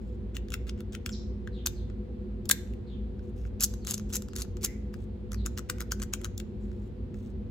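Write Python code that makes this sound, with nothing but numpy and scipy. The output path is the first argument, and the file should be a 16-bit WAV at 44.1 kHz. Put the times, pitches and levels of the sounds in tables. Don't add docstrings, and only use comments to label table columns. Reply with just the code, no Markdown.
import sys
import numpy as np
from scipy import signal
from scipy.fft import rfft, irfft
from scipy.io import wavfile

SR = 44100
rng = np.random.default_rng(int(sys.argv[2]) if len(sys.argv) > 2 else 0)


def dump(signal):
    limited = np.clip(np.atleast_2d(signal).T, -1, 1)
    pcm = np.round(limited * 32767).astype(np.int16)
    wavfile.write(sys.argv[1], SR, pcm)


N = 330750

# [f/Hz, nominal width/Hz, rms level/dB]
DUCT_RESONANCES = [(57.34, 11, -37.5), (94.5, 21, -44.5), (207.5, 12, -46), (235.5, 26, -51.5),
                   (361, 39, -50.5), (396, 10, -62.5), (490.4, 22, -56.5)]
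# [f/Hz, relative density level/dB]
AIR_SHAPE = [(20, -34.5), (40, -8.5), (70, 5), (125, -1), (180, -2.5), (260, -3.5), (310, -13.5),
             (480, -11), (550, -19), (750, -24), (1200, -31), (4200, -41), (5500, -50.5), (12000, -58),
             (16000, -73.5)]
# [f/Hz, correlation]
CHANNEL_LIKENESS = [(30, 1), (125, 0.91), (300, 0.94), (600, 0.33), (1200, 0.082), (5000, 0.12)]
# [t/s, length/s, level/dB]
FINGER_RUBS = [(0.0, 0.17, -77.5), (3.217, 0.1, -77.5), (3.351, 0.15, -69.5), (4.083, 0.099, -60.5),
               (4.609, 0.022, -54), (4.922, 0.14, -73), (6.577, 0.34, -76.5), (7.138, 0.19, -72)]
# [t/s, level/dB, brightness/dB per octave, slide before the knock/s (scrapes when over 0.015)]
LOOSE_KNOCKS = [(0.3673, -34, 1, 0.024), (0.4845, -50.5, -2, 0), (0.5026, -44, 4, 0.0011),
                (0.5398, -27.5, 2, .022), (0.6929, -36.5, 0.5, .026), (0.8042, -45.5, -2, 0.03),
                (0.949, -35, 2.5, .027), (1.0605, -29, 3, 0.014), (1.092, -38.5, 0, 0.0021),
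                (1.4732, -38, -4.5, 0), (1.8995, -52.5, -6, 0.002), (2.735, -54.5, -1.5, 0.082),
                (3.193, -55, -6, 0), (3.4518, -49.5, -5, 0), (6.3773, -35.5, 10, 0.0038),
                (6.3989, -39, 3.5, 0.0017), (6.7157, -57, -4, 0), (7.1426, -53.5, -2, 0.0031)]
# [t/s, length/s, start f/Hz, fall/octaves per s, level/dB]
BIRD_CHIRPS = [(1.093, 0.028, 7500, 2.8, -56.5), (1.113, .028, 6050, 8, -50), (1.127, 0.028, 5300, 24, -54),
               (1.514, .11, 4460, 6.1, -64), (1.724, 0.11, 5280, 6.5, -68), (2.855, 0.11, 4490, 6.2, -67.5),
               (3.801, 0.14, 4800, 4.9, -64.5), (4.29, 0.045, 5220, 5.4, -70),
               (4.605, 0.1, 2373, 2.86, -62.5), (5.355, 0.087, 4710, 5.2, -64.5)]
# [t/s, level/dB, contact length/s, brightness/dB per octave]
LATCH_CONTACTS = [(1.6577, -37, 0.0031, -9), (1.6618, -18, 0.0016, 3.5), (1.6698, -21.5, 0.00148, -1.5),
                  (2.455, -45.5, 0.0032, 0), (2.4918, -21, 0.0036, 7), (2.4978, -20, 0.0015, -5),
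                  (2.5109, -12.5, 0.005, 0.9)]
# [t/s, level/dB]
DETENT_CLICKS = [(3.5997, -38), (3.6066, -27), (3.6355, -18), (3.6415, -19), (3.74, -38.5), (3.8498, -38),
                 (3.8708, -28), (3.9088, -23), (3.9371, -31), (3.9422, -24), (3.9793, -33), (3.9969, -39.5),
                 (4.1029, -45), (4.1551, -24), (4.2216, -37), (4.2857, -43.5), (4.334, -41.5),
                 (4.3548, -41), (4.3633, -29), (4.4219, -27.5), (4.4511, -46.5), (4.5721, -42.5),
                 (4.6445, -21), (4.6495, -24)]
# [t/s, length/s, mid-stroke tick level/dB]
THUMB_STROKES = [(3.605, 0.042, -29), (3.876, .048, -35.5), (4.127, 0.043, -32.5), (4.37, 0.045, -41.5),
                 (4.63, 0.031, -35)]
# [t/s, first touch level/dB, time between touches/s, loss per touch/dB]
LOCKED_TUGS = [(4.94, -42, .006, 24), (5.318, -38.5, .013, 0), (5.461, -26, .006, 11),
               (5.5756, -34, 0.0079, 0.5), (5.6985, -22, 0.0033, 17), (5.7833, -45.5, 0.0077, 23),
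               (5.805, -30.5, 0.0084, 5), (5.9191, -22.5, 0.0052, 17), (5.9993, -40.5, .006, 27),
               (6.0189, -32, 0.0077, 2), (6.1355, -22.5, .004, 13.5), (6.2147, -44.5, .006, 23.5),
               (6.2451, -29, 0.0077, 7.5)]

# [f/Hz, level/dB]
LOOSE_CRACK = [(300, -17), (800, -22.5), (1300, 6.5), (2100, 4), (3500, 2), (4500, -0.5), (5600, 0),
               (7300, 1), (9000, -4.5), (11000, -8.5), (14000, -13), (16000, -19.5)]
LATCH_CRACK = [(300, -22.5), (700, -11.5), (1100, -5.5), (2200, -2), (5000, 3), (8000, 4.5), (10000, 1),
               (12000, 2.5), (16000, -7.5)]
WHEEL_CRACK = [(300, -32.5), (800, -13), (1400, -6.5), (2100, -11), (4000, -3), (7200, 2), (9500, -2.5),
               (12500, -2.5), (16000, -20.5)]
LOCKED_CRACK = [(300, -3), (750, -13), (1200, -5.5), (2100, -3.5), (4500, -2.5), (6800, 5.5), (9500, -1),
                (11000, -5.5), (12500, 0), (14700, -10), (16000, -23)]
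# [f/Hz, level over the broad colour/dB, t60/s]
LOOSE_RING = [(1520, 5, .010), (2720, 4, .011), (3480, 6, .014), (5300, 3, .011), (15450, 8, .008)]
LATCH_RING = [(1602, 13, 0.02), (3640, 8.3, 0.11), (4300, 5, .012), (5800, 3, 0.01), (7115, 5.4, 0.018),
              (12100, 5, 0.0084), (12900, 5.3, 0.0082)]
WHEEL_RING = [(1400, 3, .008), (2720, 3, .008), (6400, 7, .012), (7540, 5, .014), (12330, 6, .016),
              (14900, 5, .008)]
LOCKED_RING = [(1350, 9, 0.0072), (1520, 7, 0.015), (5740, -1, .01), (7240, -1.5, 0.011),
               (12500, -13, 0.0096), (16000, 10.5, 0.0091)]

# [f/Hz, t60/s]
REVERB_DECAY = [(500, 0.55), (2000, .5), (6500, 0.46), (11000, 0.37), (16000, 0.2)]
# [f/Hz, level/dB]
REVERB_COLOUR = [(500, -10), (2000, 6), (7000, -1.5), (9500, -9.5), (16000, 4)]
# [f/Hz, left minus right level/dB]
PORT_BALANCE = [(500, 4), (1500, 3), (3000, 7), (5300, 2.5), (7000, 2.5), (8500, -0.5), (16000, 1)]
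# [f/Hz, phase by which left leads/rad]
PORT_LEAD = [(500, 1.5), (1450, 1.05), (2400, 1.5), (6500, 0.8), (7900, -1.73), (9600, -3.5), (12700, -8.5),
             (16500, -14.5)]
# [f/Hz, level/dB]
MIC_TREBLE = [(8100, 0), (9000, -7.5), (10000, 0.5), (12300, 0), (13300, -8), (14300, 6), (15400, 6),
              (16500, -5)]

AIR_DB = -44.5
RUB_TILT_DB = 5.5
KNOCK_S, SLIDE_BELOW_KNOCK_DB = 0.0027, 18
CLICK_S, CLICK_DOUBLES_DB = 0.00081, -30
CLICK_NEUTRAL_DB, CLICK_BRIGHTENING = -30.5, 0.5
RATTLE_PER_S, RATTLE_SCATTER_DB, RATTLE_SWELL_DB = 150, 5, 3.5
AXLE_BELOW_DB, AXLE_TILT_DB = 4, 1
TUG_S, TUG_NEUTRAL_DB, TUG_BRIGHTENING = 0.0023, -26.5, 0.24
TAKE_UP_S, TAKE_UP_BELOW_DB = 0.01, 26.5
CUTOFF_HZ = 16600


def from_db(db):
    return 10 ** (np.asarray(db) / 20)


def rms_one(x):
    return x / np.sqrt(np.mean(x ** 2) + 1e-30)


def energy_one(x):
    return x / np.sqrt(np.sum(x ** 2, axis=-1, keepdims=True) + 1e-30)


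def at_hz(points, hz):
    known_hz, values = np.transpose(points)
    return np.interp(np.log(np.maximum(hz, 1)), np.log(known_hz), values)


def bins(size):
    return np.arange(size // 2 + 1) * SR / size


def causal(gain):
    cepstrum = irfft(np.log(gain))
    half = len(cepstrum) // 2
    folded = np.r_[cepstrum[0], 2 * cepstrum[1:half], cepstrum[half], np.zeros(half - 1)]
    return np.exp(rfft(folded))


def add(track, s, sound):
    start = max(round(s * SR), 0)
    track[:, start:start + sound.shape[-1]] += sound[..., :max(N - start, 0)]


def convolve(x, response):
    return signal.fftconvolve(x, response, axes=-1)[:, :N]


def ventilation():
    hz = bins(N)
    power = (from_db(AIR_DB) * energy_one(from_db(at_hz(AIR_SHAPE, hz)))) ** 2
    for centre, width, level_db in DUCT_RESONANCES:
        resonance = 1 / (1 + ((hz - centre) / (0.59 * width)) ** 2)
        power = power + (from_db(level_db) * energy_one(resonance)) ** 2
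    mid, side = rfft(rng.standard_normal((2, N))) * np.sqrt(power * len(hz))
    alike = np.clip(at_hz(CHANNEL_LIKENESS, hz), -1, 1)
    shared = np.sqrt((1 + alike) / 2) * mid
    opposed = np.sqrt((1 - alike) / 2) * side * [[1], [-1]]
    return irfft(shared + opposed, N)


def body(colour, modes, size=4096):
    hz = bins(size)
    response = causal(from_db(at_hz(colour, hz)))
    for mode_hz, height_db, t60 in modes:
        half_width = np.log(1000) / (2 * np.pi * t60)
        resonance = 1 / (1 + 1j * (hz - mode_hz) / half_width)
        response = response * (1 + (from_db(height_db) - 1) * resonance)
    return response


def hardness(tilt_db, size):
    octaves = np.log2(np.clip(bins(size), 1200, 8500) / 4000)
    return causal(from_db(tilt_db * octaves))


def grit(spread_db, size):
    strength = np.repeat(rng.standard_normal(size // 16 + 1), 16)[:size]
    return rng.standard_normal(size) * from_db(spread_db * np.clip(strength, -2, 2))


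def scatter(delay_s, t60, size):
    t = np.arange(size) / SR - delay_s
    decay = (t > 0) * from_db(-60 * np.maximum(t, 0) / t60)
    return energy_one(rng.standard_normal((2, size)) * decay)


def near_path(size, hands_db=-7, bench_db=-10.5, bench_t60=0.068):
    hands = from_db(hands_db) * scatter(0.0001, t60=0.0055, size=size)
    bench = from_db(bench_db) * scatter(0.0039, t60=bench_t60, size=size)
    path = hands + bench
    path[:, 0] += 1
    return rfft(path)


def strokes(events, part, spread_db, fade, size=16384):
    out = np.zeros((2, N))
    for s, length, level_db, tilt_db in events:
        count = round(length * SR)
        stream = grit(spread_db, size=size)[:count] * signal.windows.tukey(count, fade)
        force = rfft(stream, size) * hardness(tilt_db, size=size)
        rasp = irfft(force * rfft(irfft(part), size) * near_path(size=size))
        add(out, s, from_db(level_db) * np.sqrt(count) * energy_one(rasp))
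    return out


def scrapes(events):
    return strokes(events, body(LOOSE_CRACK, LOOSE_RING), spread_db=10.0, fade=0.26)


def finger_rubs():
    return scrapes([(s, length, db, RUB_TILT_DB) for s, length, db in FINGER_RUBS])


def contacts(events, part, spread_db, settle_s, slide_db, slide_s=0.0055, size=4096):
    out = np.zeros((2, N))
    t = np.arange(size) / SR - slide_s
    slide = from_db(slide_db) * (1 + t / slide_s)
    for s, level_db, length, tilt_db in events:
        chatter = np.exp(-np.maximum(t - length, 0) / settle_s)
        pressure = np.where(t < 0, slide, chatter)
        force = rfft(grit(spread_db, size=size) * pressure) * hardness(tilt_db, size=size)
        click = irfft(force * part * near_path(size=size))
        add(out, s - slide_s, from_db(level_db) * np.sqrt(abs(length) * SR) * energy_one(click))
    return out


def shackle_swings():
    hits = [(s, db, KNOCK_S, tilt) for s, db, tilt, _ in LOOSE_KNOCKS]
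    slides = [(s - slide, slide, db - SLIDE_BELOW_KNOCK_DB, tilt)
              for s, db, tilt, slide in LOOSE_KNOCKS if slide > 0.015]
    loose = body(LOOSE_CRACK, LOOSE_RING)
    knocks = contacts(hits, loose, spread_db=9.0, settle_s=0.00051, slide_db=-23)
    return knocks + scrapes(slides)


def birds(waver=0.015, overtone_db=-24, size=16384):
    out = np.zeros((2, N))
    flutter_filter = signal.butter(2, 450, fs=SR, output="sos")
    for s, length, start_hz, fall, level_db in BIRD_CHIRPS:
        u = np.linspace(0, 1, round(length * SR))
        wobble = np.interp(u, np.linspace(0, 1, 20), rng.standard_normal(20))
        hz = start_hz * 2 ** (-fall * length * u) * (1 + waver * wobble)
        flutter = rms_one(signal.sosfilt(flutter_filter, rng.standard_normal(size)))[:len(u)]
        phase = 2 * np.pi * np.cumsum(hz) / SR
        tone = np.sin(phase) + from_db(overtone_db) * np.sin(2 * phase)
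        voice = (1 + flutter) * tone
        add(out, s, from_db(level_db) * rms_one(np.sin(np.pi * u) * voice))
    return out


def latch_snaps():
    latch = body(LATCH_CRACK, LATCH_RING)
    return contacts(LATCH_CONTACTS, latch, spread_db=2.0, settle_s=0.0005, slide_db=-24)


def wheel_dialling(count=24):
    ticks = list(DETENT_CLICKS)
    for s, length, db in THUMB_STROKES:
        after = (np.arange(count) + rng.uniform(0, 0.5, count)) / RATTLE_PER_S
        swell = RATTLE_SWELL_DB * (after / length - 0.5)
        levels = db + swell + RATTLE_SCATTER_DB * rng.uniform(-1.1, 1, count)
        ticks += [(s + t, level) for t, level in zip(after, levels) if t < length]
    clicks = []
    for s, db in ticks:
        contact_s = CLICK_S * (1 + from_db(db - CLICK_DOUBLES_DB))
        clicks.append((s, db, contact_s, CLICK_BRIGHTENING * (db - CLICK_NEUTRAL_DB)))
    spins = [(s, length, db - AXLE_BELOW_DB, AXLE_TILT_DB) for s, length, db in THUMB_STROKES]
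    wheel = body(WHEEL_CRACK, WHEEL_RING)
    detents = contacts(clicks, wheel, spread_db=14, settle_s=0.00007, slide_db=-10.5)
    return detents + strokes(spins, wheel, spread_db=5, fade=0.15)


def shackle_tugs(count=3):
    touches, take_ups = [], []
    for s, first_db, gap, loss_db in LOCKED_TUGS:
        take_ups.append((s - TAKE_UP_S, TAKE_UP_S, first_db - TAKE_UP_BELOW_DB, 0))
        for k in range(count):
            db = first_db - k * loss_db
            touches.append((s + k * gap, db, TUG_S, TUG_BRIGHTENING * (db - TUG_NEUTRAL_DB)))
    locked = body(LOCKED_CRACK, LOCKED_RING)
    tugs = contacts(touches, locked, spread_db=5.0, settle_s=0.00051, slide_db=-13)
    return tugs + scrapes(take_ups)


def padlock():
    return finger_rubs() + shackle_swings() + latch_snaps() + wheel_dialling() + shackle_tugs()


def workshop(size=32768, count=10):
    t, hz = np.arange(size) / SR, bins(size)
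    noise = rfft(rng.standard_normal((2, size))) * from_db(at_hz(REVERB_COLOUR, hz))
    centres = np.geomspace(500, 16000, count)
    tail = 0
    for centre, member in zip(centres, np.eye(count)):
        band = irfft(noise * at_hz(np.c_[centres, member], hz))
        tail = tail + band * from_db(-60 * t / at_hz(REVERB_DECAY, centre))
    return energy_one(tail * np.clip(t / 0.004 - 1, 0, 1))


def ports(x):
    hz = bins(N)
    lean = from_db(at_hz(PORT_BALANCE, hz) / 2) * np.exp(0.5j * at_hz(PORT_LEAD, hz))
    return irfft(rfft(x) * np.array([lean, 1 / lean]), N)


def scene():
    lock, room, chirps = padlock(), workshop(), birds()
    close = ports(lock) + from_db(-21.0) * convolve(lock, room)
    outside = chirps + convolve(chirps, room)
    return close + outside + ventilation()


def record(dry):
    mic = irfft(causal(from_db(at_hz(MIC_TREBLE, bins(size=1024)))))
    coloured = convolve(dry, mic[None])
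    bass_cut = signal.butter(4, 36, "high", fs=SR, output="sos")
    top_cut = signal.ellip(10, 0.1, 80, CUTOFF_HZ, fs=SR, output="sos")
    return signal.sosfilt(top_cut, signal.sosfilt(bass_cut, coloured))


dry = scene()
out = record(dry)
dump(out)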